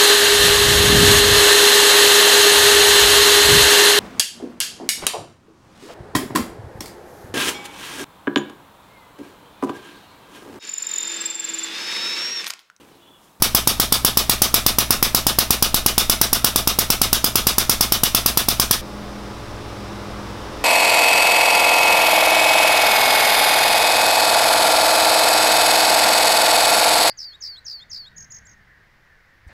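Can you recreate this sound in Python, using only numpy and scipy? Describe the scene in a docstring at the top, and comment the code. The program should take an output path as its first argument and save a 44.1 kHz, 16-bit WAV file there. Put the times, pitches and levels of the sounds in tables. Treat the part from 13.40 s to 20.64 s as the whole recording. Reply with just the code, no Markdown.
"""Foot pump in a garage

One microphone, near an air-driven hydraulic foot pump that works a tube bender. Each piston
stroke lets out a pressure pulse and a sharp spit of exhaust air, eight or nine a second, and
the walls answer. At an abrupt cut the pump's sound ends and the low hum of a motor and
compressor further off is left."""
import sys
import numpy as np
from scipy import signal
from scipy.fft import rfft, irfft, next_fast_len
from scipy.io import wavfile

SR = 44100
rng = np.random.default_rng(int(sys.argv[2]) if len(sys.argv) > 2 else 0)


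def int16_out(signal):
    """Quantize to a 16-bit WAV file."""
    q = np.round(np.clip(np.atleast_2d(signal).T, -1, 1) * 32767)
    wavfile.write(sys.argv[1], SR, q.astype(np.int16))


N = 319284
TIME = np.arange(N) / SR
CUT_S = 5.412
SINCE_CUT_S = np.maximum(TIME - CUT_S, 0)
MOTOR_HZ, COMPRESSOR_HZ = 59.2, 26.25


def from_db(db):
    """Decibels to gain."""
    return 10 ** (np.asarray(db) / 20)


def at_hz(table, hz):
    """Each column of a spectrum table at the given frequencies."""
    known_hz, *columns = np.transpose(table)
    return [np.interp(np.log(hz + 1), np.log(known_hz), column) for column in columns]


def noise(spectrum):
    """Steady noise of a given colour, rms 1."""
    size = next_fast_len(N)
    level_db, = at_hz(spectrum, np.arange(size // 2 + 1) * SR / size)
    coloured = irfft(rfft(rng.standard_normal(size)) * from_db(level_db), size)[:N]
    return coloured / np.sqrt(np.mean(coloured ** 2) + 1e-20)


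def drift(rate_hz):
    """A slow random wander, of the order of 1."""
    knots = rng.standard_normal(400)
    return np.interp(TIME * rate_hz, np.arange(len(knots)), knots)


def tone(turns, multiple, waver_db):
    """One partial of a rotating machine, its level wavering about rms 1."""
    phase = 2 * np.pi * (multiple * turns + rng.random())
    return np.sqrt(2) * np.sin(phase) * from_db(waver_db * drift(5))


def ring(clicks, hz, t60):
    """Each click sets a decaying sine ringing."""
    decay, angle = from_db(-60 / (t60 * SR)), 2 * np.pi * hz / SR
    return signal.lfilter([0, np.sin(angle)], [1, -2 * decay * np.cos(angle), decay ** 2], clicks + 1e-18)


def click_train(times, level_db):
    """One click at each time."""
    clicks = np.zeros(N)
    clicks[np.clip(np.round(times * SR).astype(int), 0, N - 1)] = from_db(level_db)
    return clicks


# The background rush, body and hiss. 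Each row: frequency in Hz, relative density in dB.
RUSH_BODY = [(12, -9), (22, 7), (40, -15), (85, -8), (170, -7.5), (400, -4.5), (650, -8), (1150, -6.5),
             (1700, -14), (3000, -19), (6000, -43)]
RUSH_HISS = [(800, -25), (2000, -15), (2900, -9), (3600, 2), (4300, -2.5), (5250, 0.5), (6800, -9),
             (10000, -13), (13000, -19), (16000, -31)]

def rush(pumping, pumping_db, throb):
    body = from_db(-37.5 + 2 * SINCE_CUT_S) * noise(RUSH_BODY)
    hiss = from_db(-47 + 1.2 * SINCE_CUT_S) * noise(RUSH_HISS)
    beat = 1 + throb * np.sin(2 * np.pi * COMPRESSOR_HZ * TIME)
    return (body + hiss) * beat * from_db(pumping_db * pumping)


# Swells of a background drone. Each row: start in seconds, length in seconds, harmonic, level in dB.
DRONE_SWELLS = [(5.36, 0.64, 2, -38), (5.75, 1.5, 1, -40.5), (6.3, 0.7, 2, -39)]

def drone(hz, sharp_hz, settle_s):
    """A low tone and its octave swell and fade, starting a little sharp and then settling."""
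    turns = np.cumsum(hz + sharp_hz * np.exp(-SINCE_CUT_S / settle_s)) / SR
    swells = np.zeros(N)
    for start, length, multiple, db in DRONE_SWELLS:
        inside_s = np.minimum(TIME - start, start + length - TIME)
        fade = np.clip(inside_s / (0.18 * length), 0, 1)
        swells += from_db(db) * fade * tone(turns, round(multiple), waver_db=0.5)
    return swells


# The motor's hum. Each row: multiple of shaft speed, level in dB before the cut, level in dB after it.
MOTOR_PARTIALS = [(1, -36, -42.5), (2, -41, -44.5), (4, -46.5, -54), (5, -51.5, -46)]

def motor(pumping, run_s):
    """A motor hums further off, at multiples of its shaft speed."""
    return sum(from_db(after + pumping * (during - after)) * tone(MOTOR_HZ * run_s, multiple, waver_db=0)
               for multiple, during, after in MOTOR_PARTIALS)


# The compressor's hum. Each row: multiple of its beat, relative level in dB.
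COMPRESSOR_PARTIALS = [(2, -45), (3, -54), (5, -55), (6, -50.5), (7, -57), (8, -47.5), (10, -63),
                       (13, -46.5), (16, -48.5), (19, -53.5), (20, -49.5), (22, -55), (23, -49.5),
                       (27, -52.5), (32, -51)]

def compressor(pumping, run_s, level_db, pumping_db):
    """The distant compressor hums in harmonics of its beat, fainter before the cut."""
    hum = sum(from_db(db) * tone(COMPRESSOR_HZ * run_s, multiple, waver_db=1.5)
              for multiple, db in COMPRESSOR_PARTIALS)
    return from_db(level_db + pumping_db * pumping) * hum


# Stirred air around the microphone. Each row: frequency in Hz, relative density in dB.
RUMBLE_SPECTRUM = [(5, -22), (12, 4), (18, -4), (25, -14), (42, -8), (65, -23), (250, -48), (2000, -80)]

def rumble(pumping, level_db):
    """Spent air stirs the room very slowly while the pump runs."""
    return pumping * from_db(level_db) * noise(RUMBLE_SPECTRUM)


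# The garage's diffuse sound. Each row: frequency in Hz, relative level in dB, t60 in seconds.
GARAGE_BANDS = [(25, 9, .45), (80, 1.5, 0.44), (170, -2.5, 0.27), (262, -5, 0.13), (390, -6.5, 0.11),
                (533, -3, 0.26), (663, 6.5, 0.22), (844, -2, 0.17), (1290, 4.5, 0.19), (2100, 6, 0.21),
                (3950, 5.5, 0.17), (5020, -1.5, 0.1), (7000, -1, 0.19), (10500, -7, 0.18),
                (15500, -9.5, 0.08)]

def garage(sound, build_s, late_db, late_t60, wet_db):
    """Sound scattered round the garage builds up, then dies band by band over a faint late tail."""
    size = SR // 2
    age, hz = np.arange(size) / SR, np.arange(size // 2 + 1) * SR / size
    white, response = rfft(rng.standard_normal(size)), np.zeros(size)
    build, fading_s = np.minimum(age / build_s, 1), np.maximum(age - build_s, 0)
    edges_hz = np.geomspace(50, 17000, 32)
    for low, high in zip(edges_hz, edges_hz[1:]):
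        level_db, t60 = at_hz(GARAGE_BANDS, np.sqrt(low * high))
        fade = from_db(-60 * fading_s / t60) + from_db(late_db - 60 * fading_s / late_t60)
        band = irfft(white * ((hz >= low) & (hz < high)), size) * build * fade
        unity_gain = np.sqrt(2 * (high - low) / SR / np.sum(band ** 2))
        response += from_db(level_db + wet_db) * unity_gain * band
    return signal.fftconvolve(sound, response)[:N]


# First echoes from floor, door and walls. Each row: delay in seconds, signed relative gain.
FIRST_ECHOES = [(.0132, 0.046), (.0217, -0.0022), (0.025, -0.058), (.0300, 0.042), (0.04, 0.18),
                (0.041, -0.2), (.0440, 0.12), (0.0469, -0.07), (.0490, 0.1)]

def echoes(sound, cut_hz, level_db):
    """The large surfaces send distinct, dulled returns to the microphone."""
    dull = from_db(level_db) * signal.sosfilt(signal.butter(2, cut_hz, fs=SR, output="sos"), sound)
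    return sum(gain * np.interp(TIME - delay, TIME, dull, left=0) for delay, gain in FIRST_ECHOES)


# The jet through the muffler, close by. Each row: frequency in Hz, relative density in dB.
JET_SPECTRUM = [(500, -15.5), (1200, -8.5), (1900, -14.5), (3000, -9.5), (3650, -6), (4300, -8.5),
                (5050, 1.5), (5650, -0.5), (6300, -6.5), (7400, -9.5), (9000, -5), (11500, -1),
                (15500, -3.5)]

def exhaust(times, levels_db, open_s, empty_s, bleed_s, bleed_db, jet_db):
    """The port opens, the cylinder empties in a few milliseconds and the last air bleeds out."""
    age = np.arange(SR // 10) / SR
    opening = 1 - np.exp(-(age / open_s) ** 2)
    pressure = np.exp(-age / empty_s) + from_db(bleed_db) * np.exp(-age / bleed_s)
    puffs = signal.fftconvolve(click_train(times, levels_db), opening * pressure)[:N]
    return from_db(jet_db) * puffs * noise(JET_SPECTRUM)


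def leak(level_db, trace_db, trace_t60):
    """Air seeps past the valve while the pedal is down; a faint trace of hiss fades after the cut."""
    fade_db = trace_db * (SINCE_CUT_S > 0) - 60 * SINCE_CUT_S / trace_t60
    return from_db(level_db + fade_db) * noise(JET_SPECTRUM)


# The pump housing's modes. Each row: frequency in Hz, relative level in dB, t60 in seconds.
HOUSING_MODES = [(159, -23, 0.023), (235, -29, 0.0071), (1190, -41, .008), (5150, -16, 0.0087)]

def valve(times, levels_db, width_s, bounce_s, bounce_db, pulse_db, knock_db, refill_hz):
    """The valve flips: one smooth pressure pulse, a slow rebound and a knock of the housing."""
    clicks = click_train(times, levels_db)
    # The pump stands on concrete: a copy reaches the microphone just behind and hollows the thump.
    bounce = click_train(times + bounce_s, levels_db + bounce_db)
    age = np.arange(-200, 201) / SR
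    pulse = -signal.fftconvolve(clicks + bounce, np.exp(-0.5 * (age / width_s) ** 2), "same")
    rebounding = signal.sosfilt(signal.butter(1, refill_hz, "high", fs=SR, output="sos"), pulse)
    knock = sum(from_db(db) * ring(clicks, hz, t60) for hz, db, t60 in HOUSING_MODES)
    return from_db(pulse_db) * rebounding + from_db(knock_db) * knock


# The piston's quickening pace. Each row: time in seconds, strokes per second.
STROKE_RATE = [(0, 7.9445), (0.7, 8.0629), (1.35, 8.256), (2, 8.3907), (2.5, 8.479), (3, 8.7173),
               (3.8, 8.8335), (4.5, 8.8436), (5.3, 8.9204)]

def strokes(first_s, scatter_db):
    """Time, pulse dB and puff dB of each stroke; quicker ones have less time to fill and are weaker."""
    known_s, rates_hz = np.transpose(STROKE_RATE)
    times = [first_s]
    while times[-1] < CUT_S:
        times.append(times[-1] + 1 / np.interp(times[-1], known_s, rates_hz))
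    times = np.array(times[:-1])
    quicker_hz = np.interp(times, known_s, rates_hz) - rates_hz[0]
    uneven_db = scatter_db * rng.standard_normal((len(times), 2))
    pulses_db = -6 - 1.63 * quicker_hz + uneven_db[:, 0]
    puffs_db = -9 - 1.0 * quicker_hz + uneven_db[:, 1]
    return times, pulses_db, puffs_db


def foot_pump(directions):
    """The nearby pump thumps and spits; its jet sends unrelated noise each way round the room."""
    times, pulses_db, puffs_db = strokes(first_s=0.0221, scatter_db=0.4)
    thump = valve(times, pulses_db, width_s=0.0002, bounce_s=0.00088, bounce_db=-5,
                  pulse_db=3.5, knock_db=2, refill_hz=115)
    jets = [exhaust(times + 0.00005, puffs_db, open_s=0.00094, empty_s=0.0029,
                    bleed_s=0.022, bleed_db=-15.5, jet_db=10) for _ in range(directions)]
    direct = thump + jets[0]  # only one direction points at the microphone
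    jet_room = sum(garage(jet, build_s=0.02, late_db=-21, late_t60=0.86, wet_db=-1) for jet in jets)
    thump_room = garage(thump, build_s=0.032, late_db=-31, late_t60=0.46, wet_db=-5)
    thump_echoes = echoes(thump, cut_hz=1350, level_db=1.5)
    return direct + jet_room / np.sqrt(directions) + thump_room + thump_echoes


def scene():
    """The pump in front, the machines behind; the chatter and its room sound end at the cut."""
    pumping = np.clip((CUT_S - TIME) / 0.0036 + 0.5, 0, 1)  # 1 before the cut, 0 after
    run_s = TIME + np.cumsum(0.0015 * drift(4)) / SR  # motor and compressor drift in speed together
    machines = motor(pumping, run_s) + compressor(pumping, run_s, level_db=-0.5, pumping_db=-13.5)
    machines += (1 - pumping) * drone(hz=101, sharp_hz=2.2, settle_s=0.395)
    machines += rush(pumping, pumping_db=-5.5, throb=0.044)
    air = leak(level_db=-44.5, trace_db=-13, trace_t60=3) + rumble(pumping, level_db=-36.5)
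    return (machines + air + pumping * foot_pump(directions=3))[None]


def record(dry):
    """One microphone channel, with the highest peaks rounded and the top cut."""
    ceiling, cutoff_hz = 2.9, 15900
    rounded = ceiling * np.tanh(dry / ceiling)
    return signal.sosfilt(signal.ellip(10, 0.2, 70, cutoff_hz, fs=SR, output="sos"), rounded)


dry = scene()
out = record(dry)
int16_out(out)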